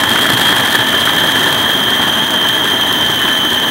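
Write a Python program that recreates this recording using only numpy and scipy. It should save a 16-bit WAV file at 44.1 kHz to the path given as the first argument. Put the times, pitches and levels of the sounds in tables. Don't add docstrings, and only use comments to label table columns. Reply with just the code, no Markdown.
import sys
import numpy as np
from scipy import signal
from scipy.fft import rfft, irfft
from scipy.io import wavfile

SR = 44100
rng = np.random.default_rng(int(sys.argv[2]) if len(sys.argv) > 2 else 0)


def bounce(signal):
    frames = np.transpose(np.atleast_2d(signal))
    limited = np.clip(frames, -1, 1)
    pcm = np.round(limited * 32767).astype(np.int16)
    wavfile.write(sys.argv[1], SR, pcm)


N = 163170
T = np.arange(N) / SR
FREQS = np.fft.rfftfreq(2 * N, 1 / SR) + 1e-3

# time_s, drag_factor
DRAG = [(0, 1.45), (.8, 1.45), (1.6, 1.05), (3.7, .9)]


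def undb(db):
    return 10 ** (np.asarray(db) / 20)


def unit(x):
    return x / np.sqrt(np.mean(x ** 2))


def curve(rows):
    return np.interp(T, *np.array(rows).T)


def noise():
    return rng.standard_normal(N)


def through(x, response):
    return irfft(rfft(x, 2 * N) * response)[:N]


def resonance(hz, width_hz):
    return 1 / (1 + 1j * (FREQS / hz - hz / FREQS) * hz / width_hz)


def colour(rows):
    hz, db = np.array(rows).T
    gain = undb(np.interp(np.log(FREQS), np.log(hz), db))
    cepstrum = irfft(np.log(gain))
    cepstrum[1:N] *= 2
    return np.exp(rfft(cepstrum[:N], 2 * N))


def waver(hz):
    return unit(through(noise(), 1 / (1 + 1j * FREQS / hz) ** 2))


def clicks(per_s, scatter_db):
    happens = rng.random(N) < per_s / SR
    size = undb(scatter_db * np.clip(noise(), -2, 2))
    return happens * size * np.sign(noise())


def bursts(rows, decay_s):
    loudness = sum(undb(db) * (T >= s) * np.exp(-np.abs(T - s) / decay_s) for s, db in rows)
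    return loudness * noise()


def blade_load(blade_turns, depth_db, scatter_db, lopsided_db):
    shifted_turns = blade_turns + .06 * waver(12)
    chance = rng.standard_normal(256)
    each_pass = np.interp(2 * blade_turns, np.arange(len(chance)), chance)
    both_arms_db = depth_db * np.cos(4 * np.pi * shifted_turns)
    one_arm_db = lopsided_db * np.cos(2 * np.pi * shifted_turns)
    swell_db = both_arms_db + one_arm_db + scatter_db * each_pass
    return unit(undb(swell_db * curve(DRAG)))


def bowl_filter():
    # pitch_hz, width_hz, level_db
    notes = [(266, 87, -7.5), (654, 38, -12.5), (863, 110, -10), (1055, 132, -5.5), (1270, 150, -10.5),
             (1606, 130, -3.5), (1714, 80, 5.5), (1790, 78, 4.5), (1983, 47, -6), (3230, 320, -7),
             (3956, 360, -13.5)]
    return sum(undb(db) * resonance(hz, width) * (-1) ** k for k, (hz, width, db) in enumerate(notes))


def snap_filter():
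    # pitch_hz, level_db
    tone = [(100, -25), (600, -4.5), (1800, 8.5), (2500, 7.5), (3500, 12.5), (4400, 5), (5300, 0),
            (7000, -0.5), (7800, 1.5), (10200, 2), (12000, -0.5), (14300, -2), (16000, -7)]
    return colour(tone)


def motor(shaft_turns):
    # time_s, level_db
    whine_levels = [(0, -22.5), (.14, -17), (.32, -19.5), (.48, -14.5), (.73, -21), (.9, -17.5),
                    (1.45, -18.5), (1.65, -16), (2.05, -17), (2.19, -19), (2.38, -17), (3.7, -16.5)]
    # cycles_per_turn, level_db
    shaft_tones = [(1, -62), (8, -36), (9, -48), (13, -43), (14, -58), (15, -40), (17, -36.5), (18, -69),
                   (19, -51), (32, -46), (36, -58), (48, -46)]
    whine_cycles_per_turn, shudder_hz = 16, 130
    angle = 2 * np.pi * shaft_turns
    drag = curve(DRAG)
    phase = whine_cycles_per_turn * angle + .42 * drag * waver(shudder_hz)
    flutter = undb(0.38 * drag * waver(57))
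    whine = undb(curve(whine_levels)) * unit(flutter * np.sin(phase))
    rasp = waver(161) * np.sin(phase) + waver(161) * np.cos(phase)
    tones = sum(undb(db) * unit(np.sin(k * angle + 2 * np.pi * rng.random())) for k, db in shaft_tones)
    return whine + undb(-25.5) * rasp + tones


def ringing(notes):
    return sum(undb(db) * unit(through(noise(), resonance(hz, 1.45 * width) ** 2))
               for hz, width, db in notes)


def cooling_air():
    # pitch_hz, relative_db
    rush_tone = [(40, -25), (100, -8), (270, 4.5), (500, -0.5), (1000, -4), (2300, -2), (2800, -14),
                 (3700, -4.5), (4500, -15), (7000, -17.5), (9700, -19), (11200, -17), (14300, -13),
                 (15600, -19)]
    # time_s, level_db
    rush_levels = [(0, -27.5), (1.2, -24.5), (2.4, -29), (3.7, -26.5)]
    # pitch_hz, rough_width_hz, level_db
    housing_notes = [(3134, 108, -27), (3277, 123, -25), (3420, 230, -33)]
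    # pitch_hz, rough_width_hz, level_db
    base_notes = [(237.5, 33, -34), (294.6, 39, -33.5), (638.3, 17, -36)]
    # pitch_hz, rough_width_hz, relative_db
    whistle_notes = [(5810, 70, -46), (6044, 120, -41), (6265, 110, -40.5), (6510, 230, -42.5),
                     (9800, 370, -41), (12570, 280, -38.5), (12800, 500, -44), (13470, 260, -43),
                     (15300, 300, -44), (15650, 180, -40.5)]
    # time_s, gain_db
    whistle_gains = [(0, -4), (.8, -1.5), (1.55, 0.5), (2.5, 0), (3.7, 1)]
    rush = undb(curve(rush_levels)) * unit(through(noise(), colour(rush_tone)))
    body = ringing(housing_notes) + ringing(base_notes)
    whistles = undb(curve(whistle_gains) + 0.72 * waver(15)) * ringing(whistle_notes)
    return rush + body + whistles


def churn(blade_turns):
    # pitch_hz, relative_db
    tone = [(25, -37), (40, -13), (60, -10.5), (90, -5), (130, -1.5), (190, -2), (250, 0), (310, -1),
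            (400, -2), (480, -6.5), (570, -5.5), (640, -3.5), (740, -4.5), (880, -0.5), (1050, -3),
            (1250, -4), (1550, -3.5), (2000, -5), (2250, -18.5), (4000, -30.5)]
    # time_s, level_db
    levels = [(0, -17.5), (.35, -17.5), (.9, -18), (1.6, -18), (2.4, -19.5), (3.7, -20.5)]
    load = blade_load(blade_turns, depth_db=1.5, scatter_db=1.37, lopsided_db=0.94)
    return undb(curve(levels)) * unit(through(load * noise(), colour(tone)))


def patter(load):
    # time_s, level_db
    levels = [(0, -22.5), (.3, -19), (.9, -17), (1.1, -17), (1.45, -17), (1.8, -19.5), (2.45, -21.5),
              (2.65, -21), (3.1, -21), (3.29, -17.5), (3.42, -22.5), (3.7, -18.5)]
    hits = clicks(per_s=900 * load, scatter_db=3)
    return undb(curve(levels)) * unit(through(hits, bowl_filter()))


def snaps(load):
    # time_s, level_db
    levels = [(0, -23), (.3, -22), (.75, -24), (1.2, -24.5), (1.8, -27), (2.6, -28), (3.7, -26.5)]
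    splits = clicks(per_s=700 * load * curve(DRAG), scatter_db=7.0)
    energy = through(splits ** 2, 1 / (1 + 1j * FREQS / 190))
    crunch = np.sqrt(np.abs(energy)) * noise()
    return undb(curve(levels)) * unit(through(crunch, snap_filter()))


def knocks():
    # start_s, relative_db
    hits = [(0.0355, -4), (0.1584, 2), (0.1848, -2), (0.2553, -2.5), (0.2895, -5), (0.4618, -7),
            (0.5222, -8.5), (0.5665, -8), (0.7093, -10), (0.756, -5.5), (0.9288, -5), (1.073, -2),
            (1.1144, -12), (1.2092, -13), (2.6539, -6), (3.279, -3)]
    body = resonance(hz=1514, width_hz=680) ** 2
    body = body / np.sqrt(np.mean(np.abs(body) ** 2))
    return undb(-5.5) * through(bursts(hits, decay_s=0.0064), body)


def cracks():
    # start_s, relative_db
    hits = [(.036, -17), (.0852, -22), (.158, -15), (.2329, -16), (.3012, -17), (.379, -18), (.4718, -13),
            (.5192, -19), (.5636, -14), (.7063, -15), (.7257, -14), (.7542, -10), (1.054, -10),
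            (1.527, -11.5), (2.3062, -15), (2.4877, -11.5), (2.927, -13), (3.532, -17)]
    return through(bursts(hits, decay_s=0.0021), snap_filter() + undb(-11) * bowl_filter())


def thuds():
    # start_s, level_db
    lumps = [(.11, -24), (.33, -16), (.585, -26), (0.786, -18.5), (1.335, -24)]
    pitch_hz, rise_s = 118, 0.011
    sound = np.zeros(N)
    for start_s, level_db in lumps:
        age = np.maximum(T - start_s, 0)
        swell = age / rise_s * np.exp(1 - age / rise_s)
        sound += undb(level_db) * swell * np.sin(2 * np.pi * pitch_hz * age)
    return sound


def scene():
    # time_s, turns_per_s
    speeds = [(0.0, 199.1), (0.16, 198.4), (0.27, 201.6), (0.34, 198.4), (0.52, 203.1), (0.56, 199.6),
              (0.83, 197.6), (0.87, 195.4), (1.06, 199.2), (1.22, 197.3), (1.29, 201.3), (1.36, 197.4),
              (1.77, 200.5), (1.8, 197.7), (2.04, 198.3), (2.18, 196.7), (2.22, 199.3), (2.45, 196.3),
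              (2.6, 199.2), (2.94, 195.7), (3.14, 196.7), (3.2, 192.1), (3.36, 195.4), (3.4, 192.0),
              (3.5, 195.5), (3.69, 195.7)]
    gear_ratio = 7.5
    shaft_turns = np.cumsum(curve(speeds) * (1 + .0015 * waver(19))) / SR
    blade_turns = shaft_turns / gear_ratio
    running = motor(shaft_turns) + cooling_air() + churn(blade_turns)
    load = blade_load(blade_turns, depth_db=3, scatter_db=2.8, lopsided_db=1.22)
    pieces = patter(load) + snaps(load) + cracks() + knocks() + thuds()
    return (running + pieces)[None]


def record(dry):
    low_cut_hz, high_cut_hz, ceiling = 49, 15750, 1.02
    thinned = signal.sosfilt(signal.butter(3, low_cut_hz, "high", fs=SR, output="sos"), dry)
    rounded = thinned / (1 + (thinned / ceiling) ** 6) ** (1 / 6)
    return signal.sosfilt(signal.ellip(12, .2, 90, high_cut_hz, fs=SR, output="sos"), rounded)


dry = scene()
out = record(dry)
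bounce(out)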